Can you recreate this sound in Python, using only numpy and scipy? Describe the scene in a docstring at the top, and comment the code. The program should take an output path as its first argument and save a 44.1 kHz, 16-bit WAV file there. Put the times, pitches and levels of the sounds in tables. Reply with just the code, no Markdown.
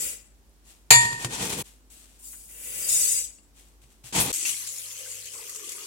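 """Rice into a steel pot

A steel cup pours raw rice into a steel pot: grains hiss on the heap and tinkle off the walls.
The cup clanks on the rim, crunches into a woven sack, pours a second cupful and digs again.
Cut to a washing place, where a tap splashes and gurgles onto the rice, about half a metre away."""
import sys
import numpy as np
from scipy import signal
from scipy.fft import rfft, irfft, next_fast_len
from scipy.io import wavfile

SR = 44100
rng = np.random.default_rng(int(sys.argv[2]) if len(sys.argv) > 2 else 0)


def inscribe(sig):
    """Save sig as 16-bit PCM at rate SR to the path in sys.argv[1].

    A 1-D sig is mono; a 2-D sig holds one channel per row.
    Samples are clipped to [-1, 1] before scaling.
    """
    pcm = np.round(np.clip(np.atleast_2d(sig).T, -1, 1) * 32767)
    wavfile.write(sys.argv[1], SR, pcm.astype(np.int16))


N = 258426
T = np.arange(N) / SR
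CUT_S = 4.321  # cut to the washing place


# cupfuls: t/s when empty, hiss level/dB, patter level/dB, tinkle level/dB
CUPFULS = [(0.102, -31, -38, -31), (3.201, -30, -42, -23.5)]
# rice sliding in the lifted cup: t/s, rise/s, hold/s, level/dB
CUP_SLIDES = [(1.897, 0.0075, 0.065, -59), (2.185, 0.0093, 0.036, -59), (2.21, 0.048, 0.072, -47.5),
              (2.35, 0.024, 0.092, -54)]
# bright EQ of grains on the heap: f/Hz, level/dB
HISS_EQ = [(1500, -13.5), (3500, -20), (5500, -15), (7200, -1), (9500, 8.5), (12000, 2), (15500, 1)]
# hollow EQ of the pot: f/Hz, level/dB
PATTER_EQ = [(150, 4.5), (330, 0), (490, 8.5), (750, -8), (1300, -5.5), (2000, 2), (2800, 3.5),
             (4200, -13.5), (7000, -7.5), (15000, -79)]
def pour(peak_grains_per_s=7000):
    """Grains hiss on the heap and patter in the hollow pot; a stronger flow means more grains."""
    _, hiss_db, patter_db, _ = np.transpose(CUPFULS)
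    flow = rice_flow(hiss_db, lead_s=0.26, arch_db=22.5, fall_db_s=236.5, slump_db=4)
    flow += swells(CUP_SLIDES, fall_db_s=125)
    rate = peak_grains_per_s * (flow / flow.max()) ** 0.66
    hiss = in_pot(colour(grains(rate, spread_db=1.5), HISS_EQ))
    patter = in_pot(colour(grains(rate, spread_db=0.5), PATTER_EQ))
    return hiss * flow + patter * rice_flow(patter_db, lead_s=0.26, arch_db=18.5, fall_db_s=143)


def rice_flow(levels_db, lead_s, arch_db, fall_db_s, slump_db=0, pour_s=.73, slump_s=.3275):
    """Each pour arches to a peak lead_s before the cup is empty, then the last grains settle."""
    gain = 0
    for (empty_s, *_), db in zip(CUPFULS, levels_db):
        t = np.clip(T - empty_s, -pour_s, 1)
        attack = np.minimum((t + pour_s) / 0.023, 1)
        arch = ((np.minimum(t, 0) + lead_s) / (pour_s - lead_s)) ** 2
        packed = 1 - np.clip((t + slump_s) / 0.022, 0, 1)  # falls to 0 as the packed rice lets go
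        gain += attack * amp(db - arch_db * arch - slump_db * packed - fall_db_s * np.maximum(t, 0))
    return gain


# steel resonances struck by grains: f/Hz, width/Hz, level/dB
TINKLE_MODES = [(2180, 670, -26.5), (3640, 130, -16.5), (4840, 33, -3.5), (5500, 17, -5), (5930, 90, -10),
                (6260, 120, -6.5), (7040, 135, 1.5), (7430, 160, -0.5), (7735, 140, 3.5), (7970, 190, 2.5),
                (8950, 660, -5)]
# EQ of the fine sparkle on top: f/Hz, level/dB
JINGLE_EQ = [(2000, -16), (3000, -14.5), (4200, -11), (5200, -5), (7800, 9), (9000, -1), (12000, 1)]
def tinkle(jingle_db=-8, shift_db=2.9):
    """Grains bounce off cup and pot; each new landing spot brings out other resonances of the steel."""
    hits = grains(3500, spread_db=-1)
    levels_db = [row[3] for row in CUPFULS]
    flow = rice_flow(levels_db, lead_s=0.23, arch_db=27, fall_db_s=167, slump_db=11)
    flow += swells(CUP_SLIDES, fall_db_s=146) * amp(-1.5)
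    ring = sum(amp(db + shift_db * walk(22.09)) * resonate(resonate(hits, hz, width), hz, 5 * width)
               for hz, width, db in TINKLE_MODES)
    sparkle = pings(0, CUPFULS[-1][0] + .4, 2000, 12000, cycles=260, glide=0, spread_db=.8, count=3200)
    jingle = unit(colour(sparkle, JINGLE_EQ))
    return (unit(ring) * amp(-1.3) + jingle * amp(jingle_db)) * flow * amp(1.1 * walk(60))


# ring of pot and cup: f/Hz, level/dB, t60/s, left minus right/dB, lag on the right/ms
STEEL_MODES = [(126, -20, .36, -2, .1), (724, -32, .45, 0, -.37), (949, -17.5, .53, -8, .4),
               (1814, -23.5, .85, -3, .19), (1868, -13, .7, 1, .19), (2289, -27, .36, 7, .3),
               (2422, -25, .35, 2, -.04), (2598, -31, .51, 1, .2), (3494, -17.5, .43, 4, .16),
               (4097, -31, .5, 3, .1), (4510, -21, .28, 4, -.03), (4547, -13.5, .22, 3, -.03),
               (4622, -24, .43, 6, -.04), (5160, -26, .42, 7, .08), (6550, -23, .33, 5, .3),
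               (6690, -25, .38, 4, .2), (6860, -30, .45, 1, -.1), (7100, -24, .4, 11, .03),
               (7187, -14, .42, 5, .035), (7385, -21.5, .45, 3, .03), (7490, -25, .35, 4, .1),
               (7610, -18.5, .38, 8, -.015), (7891, -31, .4, 8, .2), (8550, -31, .53, 12, .1),
               (9240, -33, .4, 2, .2), (9410, -26.5, .38, 7, -.01), (11160, -37, .5, 2, .3)]
# chatter on the rim: t/s, ring level/dB, crack level/dB, tilt/(dB per octave)
RIM_HITS = [(0.9051, -1, -2.5, -0.5), (0.9126, -10, -14, 5), (.918, -6, -19, 3.5),
            (0.922, -11.5, -15.5, -3.5), (0.9346, -8, -16, 0), (0.944, -9, -19.5, 7),
            (0.946, -11, -29.5, -4.5)]
# EQ of the steel-on-steel crack: f/Hz, level/dB
CRACK_EQ = [(60, -26.5), (125, 8), (200, -9.5), (450, -3), (900, 2.5), (1400, -4), (2400, 8.5), (3300, -6),
            (4600, 5.5), (5600, -13), (7100, 12), (8200, -6.5), (9400, 4), (10400, -13), (11200, -8),
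            (15000, -15)]
def clank(crack_t60=0.12, wash_db=-22.5, wash_t60=0.62, ring_db=-4, build_cycles=2.3):
    """The cup chatters on the rim: each contact cracks and feeds the steel modes. Gives (ring, crack)."""
    ring, t = np.zeros((2, N)), T[:int(.72 * SR)]
    first_s = RIM_HITS[0][0]
    for hz, db, t60, pan_db, lag_ms in STEEL_MODES:
        lag = np.array([[0], [lag_ms / 1000]])
        gain_db = db + ring_db + np.array([[pan_db], [-pan_db]]) / 2
        envelope = np.minimum(t * hz / build_cycles, 1) * decay(t, t60) * amp(gain_db)
        slips, detunes = rng.random(len(RIM_HITS)), rng.standard_normal(len(RIM_HITS))
        for (s, blow_db, _, tilt_db), slip, detune in zip(RIM_HITS, slips, detunes):
            # rebounds detune the high partials and land roughly in step with the ring
            pitch = hz + detune * (hz / 2800) ** 2 * (s > first_s)
            phase = hz * (s - first_s) + .55 * (slip - .5)
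            strength = amp(blow_db + tilt_db * np.log2(max(hz, 1500) / 4000))
            add(ring, s, strength * envelope * np.sin(2 * np.pi * (pitch * (t - lag) + phase)))
    # a wash of weak modes lingers behind the cracks
    crowd = sum(np.sin(2 * np.pi * (hz * t + rng.random((2, 1)))) for hz in rng.uniform(2000, 12000, 120))
    wash = np.zeros((2, N))
    add(wash, first_s, crowd)
    wash = unit(colour(wash, CRACK_EQ)) * np.sqrt(len(t) / N) * amp(wash_db) * blow(first_s, wash_t60)
    crack_power = sum((amp(db) * blow(s, crack_t60)) ** 2 for s, _, db, _ in RIM_HITS)
    crack = unit(colour(grains(20000, spread_db=.8), CRACK_EQ))
    return ring, wash + crack * np.sqrt(crack_power)


# cup in the sack: start t/s, end t/s
SCOOP_SPANS = [(0.999, 1.627), (4.123, 4.321)]
# shoves through the rice: t/s, rise/s, hold/s, crunch level/dB, rumble level/dB
CUP_SHOVES = [(0.991, 0.0078, 0.049, -34, -40.5), (1.066, 0.027, 0.055, -42.5, -44.5),
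              (1.163, 0.057, 0.028, -37.5, -43), (1.236, 0.014, 0.043, -58, -40),
              (1.29, 0.035, 0.11, -34.5, -39), (1.38, 0.045, 0.04, -33.5, -33),
              (1.472, 0.031, 0.048, -35.5, -37), (1.558, 0.031, 0.0081, -34.5, -33),
              (4.12, 0.0043, 0.026, -37, -41.5), (4.129, 0.037, 0.042, -24.5, -27.5),
              (4.242, 0.027, 0.036, -32.5, -33)]
# grains screeching along the cup on the hardest shoves: t/s, rise/s, hold/s, level/dB
CUP_SCREECHES = [(1.4, 0.055, 0.083, -44), (1.575, 0.012, 0.025, -41), (4.15, 0.011, .01, -35),
                 (4.196, 0.0073, 0.0085, -24)]
# gritty EQ of packed rice: f/Hz, level/dB
CRUNCH_EQ = [(300, -24), (600, 1.5), (900, 9.5), (1300, -0.5), (2500, 4.5), (5000, -3), (7500, 2.5),
             (10000, -3.5), (13000, -15), (15500, -18)]
# low body of the sack: f/Hz, level/dB
RUMBLE_EQ = [(40, -11.5), (90, -5), (150, 2), (300, -3.5), (480, -3.5), (700, -26.5), (1500, -31),
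             (6000, -62)]
def dig():
    """Packed grains stick and slip against the cup; the mass of the sack rumbles with each shove."""
    push = swells([row[:4] for row in CUP_SHOVES], fall_db_s=246)
    heave = swells([(s, rise, hold, db) for s, rise, hold, _, db in CUP_SHOVES], fall_db_s=218)
    crunch = in_pot(colour(grains(4500, spread_db=-0.5), CRUNCH_EQ), wet_db=-5, t60=0.081) * amp(0.46)
    rumble = unit(colour(grains(1500, spread_db=-2), RUMBLE_EQ)) * amp(2.55)
    screech = in_pot(colour(grains(5000, spread_db=3), [(5000, -32), (9500, -6), (15000, -15.5)]))
    screech *= swells(CUP_SCREECHES, fall_db_s=248)
    in_sack = sum(during(*span) for span in SCOOP_SPANS)
    return (crunch * push + rumble * heave + screech) * amp(0.96 * walk(110)) * in_sack


# blunt bumps: t/s, crunch level/dB, thud level/dB
CUP_KNOCKS = [(1.05, -28.5, -23), (1.127, -32, -28.5), (1.245, -22, -19.5), (1.524, -27.5, -51),
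              (3.836, -57, -48), (4.039, -48.5, -37.5), (4.202, -25, -29)]
def knocks(thud_hz=122, thud_t60=0.18, crunch_t60=0.056):
    """The cup bumps into the rice: a short crunch over a low thud."""
    crunch = unit(colour(grains(9000, spread_db=2.5), CRUNCH_EQ))
    out = np.zeros((2, N))
    for s, crunch_db, thud_db in CUP_KNOCKS:
        thud = np.sin(2 * np.pi * thud_hz * (T - s)) * blow(s, thud_t60, rise=0.0039)
        out += amp(crunch_db) * crunch * blow(s, crunch_t60) + amp(thud_db) * thud
    return out


# EQ of water on wet rice: f/Hz, level/dB
SPLASH_EQ = [(200, -22.5), (800, -27), (1200, -18.5), (2600, -6.5), (3800, -12), (5000, -9.5), (6900, 0),
             (7900, -1), (8800, -3.5), (11300, -6), (13000, -13), (15500, -17)]
# slaps into the pooling water: t/s, rise/s, hold/s, level/dB
WATER_SLAPS = [(4.448, 0.0056, 0.032, -38.5), (4.88, 0.037, 0.18, -57), (5.35, 0.036, 0.12, -57),
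               (5.63, 0.0096, 0.27, -53)]
# spurts of droplets: t/s, level/dB
WATER_SPITS = [(4.359, -37), (4.489, -26), (4.67, -34.5), (4.963, -47), (5.152, -43), (5.254, -39.5),
               (5.333, -40.5), (5.494, -38), (5.547, -38.5), (5.558, -38), (5.691, -37.5), (5.717, -35)]
# clusters of big bubbles: t/s, rise/s, hold/s, level/dB
WATER_BURBLES = [(4.59, 0.028, 0.076, -58), (4.85, 0.015, 0.12, -60.5), (5.05, 0.023, 0.018, -59),
                 (5.32, 0.019, 0.14, -54.5), (5.48, .02, 0.15, -59), (5.68, .02, 0.39, -55)]
# solo drops and bubbles: t/s, level/dB, f/Hz, ring/cycles
WATER_DROPS = [(4.3297, -10.5, 8600, 24), (4.34, -11.5, 7400, 24), (4.348, -19, 7950, 54),
               (4.361, -15, 8500, 53), (4.4295, -16.5, 7600, 60), (4.453, -21, 2660, 150),
               (4.467, -29, 3080, 28), (4.495, -25, 2840, 60), (4.783, -27, 6750, 180),
               (5.061, -41, 1530, 74), (5.356, -40, 1030, 35), (5.394, -43, 880, 30),
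               (5.634, -46, 1150, 120), (5.78, -41, 1210, 115)]
def tap(splash_db=-45.5, bare_rice_db=14.5, pooling_s=0.43, fizz_db=-56.5, pot_air_hz=1195, glide=0.19):
    """The stream hits bare rice until pooling water cushions it, spitting and whipping up bubbles."""
    slaps = swells(WATER_SLAPS, fall_db_s=145)
    bare = np.exp(-np.maximum(T - CUT_S, 0) / pooling_s)
    splash = np.hypot(amp(splash_db + bare_rice_db * bare), slaps * amp(7))
    droplets = unit(colour(grains(12000, spread_db=2.6), SPLASH_EQ))
    small = pings(CUT_S, T[-1], 4000, 9000, cycles=55, glide=glide, spread_db=3, count=700)
    medium = pings(CUT_S, T[-1], 1900, 3500, cycles=50, glide=glide, spread_db=3, count=450)
    large = pings(CUT_S, T[-1], 900, 1600, cycles=28, glide=glide, spread_db=1.2, count=450)
    large = large * amp(-2.5) + resonate(large, pot_air_hz, 94) * amp(-10)  # the pot's air rings along
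    spray = unit(churn(droplets)) * amp(0.77 + 0.19 * walk(42))
    spits = droplets * swells([(s, .002, .003, db) for s, db in WATER_SPITS], fall_db_s=1500)
    fizz = medium * np.hypot(amp(fizz_db), slaps)
    burble = large * swells(WATER_BURBLES, fall_db_s=130)
    out = (spray + small * amp(-12)) * splash + spits + fizz + burble + gurgle()
    for s, db, hz, cycles in WATER_DROPS:
        add(out, s, np.outer([.95, .7], ping(hz, cycles, glide=0.12)) * amp(db))
    return out * during(CUT_S + 0.0056, 6)


def churn(x, depth_db=3, rate=26):
    """The splash crater keeps changing shape, so each narrow band swells on its own; a 2 s loop."""
    size = next_fast_len(2 * SR)
    spectrum, out = rfft(x, size), 0
    position = np.log2(np.clip(np.fft.rfftfreq(size, 1 / SR), 500, 16000) / 500) * 5  # 5 bands an octave
    for band in range(26):
        band_sound = irfft(spectrum * np.maximum(1 - abs(position - band), 0), size)
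        out += band_sound * amp(depth_db * walk(rate)[:size])
    return out[:, np.arange(N) % size]


# voice of the hollow that the stream digs: t/s, f/Hz, level/dB
GURGLE_PATH = [(4.33, 340, -62), (4.45, 340, -48), (4.6, 350, -67), (4.72, 510, -59), (4.96, 510, -63),
               (5.02, 505, -50), (5.15, 490, -57.5), (5.29, 470, -57.5), (5.35, 470, -51), (5.55, 455, -55),
               (5.65, 390, -47), (5.76, 440, -52), (5.86, 410, -48)]
def gurgle(trim_db=-4):
    """Air trapped under the stream throbs without a break around the pitch of the hollow."""
    times, hz, db = np.transpose(GURGLE_PATH)
    phase = 2 * np.pi * np.cumsum(np.interp(T, times, hz)) / SR
    throb = sum(walk(rate) * np.sin(phase) + walk(rate) * np.cos(phase) for rate in (120, 250))
    return throb * amp(np.interp(T, times, db) + trim_db)


# brushes against the sack: t/s, rise/s, hold/s, level/dB
SACK_BRUSHES = [(.635, 0.054, 0.014, -54.5), (1.635, 0.024, 0.011, -52.5), (1.899, 0.0047, 0.14, -56.5),
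                (2.07, 0.024, 0.35, -62.5), (3.54, 0.041, .015, -56.5), (3.64, 0.017, .03, -65.5),
                (3.81, 0.0095, 0.014, -62), (3.885, 0.016, .02, -63.5), (4.032, 0.026, 0.012, -46)]
def rustle():
    """Light contact with the woven sack makes a dry whisper."""
    weave_eq = [(200, -3.5), (1000, -5), (2800, 2), (5000, -4), (8000, 3), (15500, -12)]
    return unit(colour(grains(4000, spread_db=-1.1), weave_eq)) * swells(SACK_BRUSHES, fall_db_s=143.5)


# late grains: t/s, level/dB, f/Hz
STRAY_GRAINS = [(.495, -54, 9500), (3.386, -52, 2760)]
def strays():
    """Lone grains tick against the steel after a pour."""
    out = np.zeros((2, N))
    for s, db, hz in STRAY_GRAINS:
        add(out, s, ping(hz, cycles=60, glide=0)[None] * amp(db))
    return out


def cup_tick(s=2.327, db=-54):
    """A soft, dull tick as the full cup tips over the pot."""
    dull_eq = [(600, -14), (1100, -4), (1500, 3), (2400, -2), (3500, -11), (8000, -33)]
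    return unit(colour(grains(9000, spread_db=-9), dull_eq)) * swells([(s, .007, .006, db)], fall_db_s=700)


# EQ of the room tone: f/Hz, level/dB
AIR_EQ = [(25, -12.5), (55, -2), (100, -14.5), (160, -14.5), (260, -10.5), (500, -19.5), (1000, -23),
          (3000, -29), (8000, -28), (15500, -33.5)]
def background():
    """A bed of room air with a low electric drone; the washing place has a fainter hum."""
    air = unit(colour(grains(29000, spread_db=1.5), AIR_EQ))
    drone = amp(-55 + .5 * walk(6.8)) * np.sin(2 * np.pi * 52.5 * T + np.array([[0], [.7]]))
    hum = amp(np.interp(T, [5.2, 5.5], [-64, -71]) + walk(4.6)) * np.sin(2 * np.pi * 101 * T)
    return (amp(-62.5) * air + drone) * during(-.004, CUT_S) + (amp(-66.5) * air + hum) * during(CUT_S, 6)


def in_pot(x, wet_db=1, t60=0.15):
    """Echoes between close steel walls carve fine peaks and dips into the treble; rms 1."""
    t = T[:SR // 10]
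    echoes = rng.standard_normal((2, len(t))) * decay(t, t60) * (t > .0006)
    echoes = signal.sosfilt(signal.butter(2, 1500, "high", fs=SR, output="sos"), echoes)
    echoes *= amp(wet_db) / np.sqrt(np.sum(echoes ** 2, axis=1, keepdims=True))
    return unit(x + signal.oaconvolve(x, echoes, axes=1)[:, :N])


def room(x, wet_db=-13, t60=0.13):
    """Short diffuse reflections from the pot and the walls."""
    t = T[:SR // 3]
    tail = rng.standard_normal((2, len(t))) * decay(t, t60) * (t > .002)
    tail /= np.sqrt(np.sum(tail ** 2, axis=1, keepdims=True))
    return x + amp(wet_db) * signal.oaconvolve(x, tail, axes=1)[:, :N]


def grains(rate, spread_db):
    """Tiny impacts of uneven size at steady power, each with its own left-right lag."""
    chance = rng.random(N)
    size = np.minimum(rng.exponential(size=N), 5)
    sign = rng.choice([-1, 1], N)
    lag = rng.integers(-17, 18, N)
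    density = np.clip(rate / SR, 1e-4, 1)
    left = (chance < density) * sign * amp(spread_db * size) / np.sqrt(density)
    right = np.bincount((np.arange(N) + lag) % N, left, N)
    return unit(np.array([left, right]))


def ping(hz, cycles, glide):
    """A dying sine; an upward glide makes it a bubble."""
    u = np.linspace(0, 1, int(cycles * SR / hz) + 2)
    return np.sin(2 * np.pi * cycles * (u + glide * u * u / 2)) * np.exp(-np.log(100) * u)


def pings(start, end, low_hz, high_hz, cycles, glide, spread_db, count):
    """A cloud of pings of mixed pitch, size and pan, rms 1 between two times."""
    out = np.zeros((2, N))
    for when, pitch, size, side, lag in rng.random((count, 5)):
        hz = low_hz * (high_hz / low_hz) ** pitch
        ring = ping(hz, cycles, glide)[None] * amp(spread_db * min(-np.log(size), 4))
        s = start + when * (end - start)
        add(out[:1], s, np.sqrt(side) * ring)
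        add(out[1:], abs(s + (lag - .5) / 1200), np.sqrt(1 - side) * ring)
    return unit(out) * np.sqrt((end - start) / T[-1])


def swells(rows, fall_db_s):
    """Envelope of a series of gestures: each rises, holds, then dies away."""
    power, t = np.zeros((1, N)), T[:SR]
    for s, rise, hold, db in rows:
        gain = np.minimum(t / rise, 1) * amp(db - fall_db_s * np.maximum(t - rise - hold, 0))
        add(power, s, gain[None] ** 2)
    return np.sqrt(power[0])


def blow(s, t60, rise=0.0022):
    """Envelope of a hit at time s."""
    out, age = np.zeros((1, N)), T[:SR]
    add(out, s, (np.minimum(age / rise, 1) * decay(age, t60))[None])
    return out[0]


def decay(t, t60):
    """A tail that falls 60 dB in t60 seconds."""
    return np.exp(-np.log(1000) * t / t60)


def during(start, end):
    """A soft-edged gate between two times."""
    return np.clip((T - start) / .004, 0, 1) * np.clip((end - T) / .004, 0, 1)


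def walk(rate):
    """Smooth random wander with a spread near 1."""
    return np.interp(T * rate, np.arange(4096), rng.standard_normal(4096)) * np.sqrt(1.5)


def colour(x, points, size=4096):
    """Minimum-phase EQ through (f/Hz, level/dB) points."""
    hz, db = np.transpose(points)
    f = np.maximum(np.fft.rfftfreq(size, 1 / SR), 1)
    cepstrum = irfft(np.log(amp(np.interp(np.log(f), np.log(hz), db))))
    cepstrum[1:size // 2] *= 2
    cepstrum[size // 2 + 1:] = 0
    return signal.oaconvolve(x, irfft(np.exp(rfft(cepstrum)))[None], axes=1)[:, :N]


def resonate(x, hz, width):
    """One resonance, gain 1 at its centre."""
    return signal.lfilter(*signal.iirpeak(hz, hz / width, fs=SR), x)


def add(out, s, x):
    """Mix a short sound in at time s."""
    i = int(s * SR)
    out[:, i:i + x.shape[1]] += x[:, :max(N - i, 0)]


def unit(x):
    """Scale a stereo sound so that its mid has rms 1."""
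    return x / np.sqrt(np.mean(x.mean(0) ** 2))


def amp(db):
    """Decibels to gain."""
    return np.exp(np.asarray(db) * (np.log(10) / 20))


def scene():
    """The stereo mix; the left side faces the pot and gets more treble."""
    ring, crack = clank()
    near = room(pour() + tinkle() + strays() + cup_tick() + crack + rustle() + tap()) + dig() + knocks()
    left_eq = [(300, -6), (1100, -4.5), (2400, -1.5), (4500, 1.6), (7800, 2), (13000, 1.5)]
    right_eq = [(300, -5.5), (1100, -3.1), (2400, -5.5), (4500, -1.4), (7800, -4), (13000, 1)]
    return np.vstack([colour(near[:1], left_eq), colour(near[1:], right_eq)]) + ring + background()


def record(dry, low_hz=36, top_hz=15900):
    """Roll off the deepest bass, round the loudest peaks and cut the top."""
    dry = signal.sosfilt(signal.butter(4, low_hz, "high", fs=SR, output="sos"), dry)
    return signal.sosfilt(signal.ellip(12, .2, 90, top_hz, fs=SR, output="sos"), np.tanh(dry))


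dry = scene()
out = record(dry)
inscribe(out)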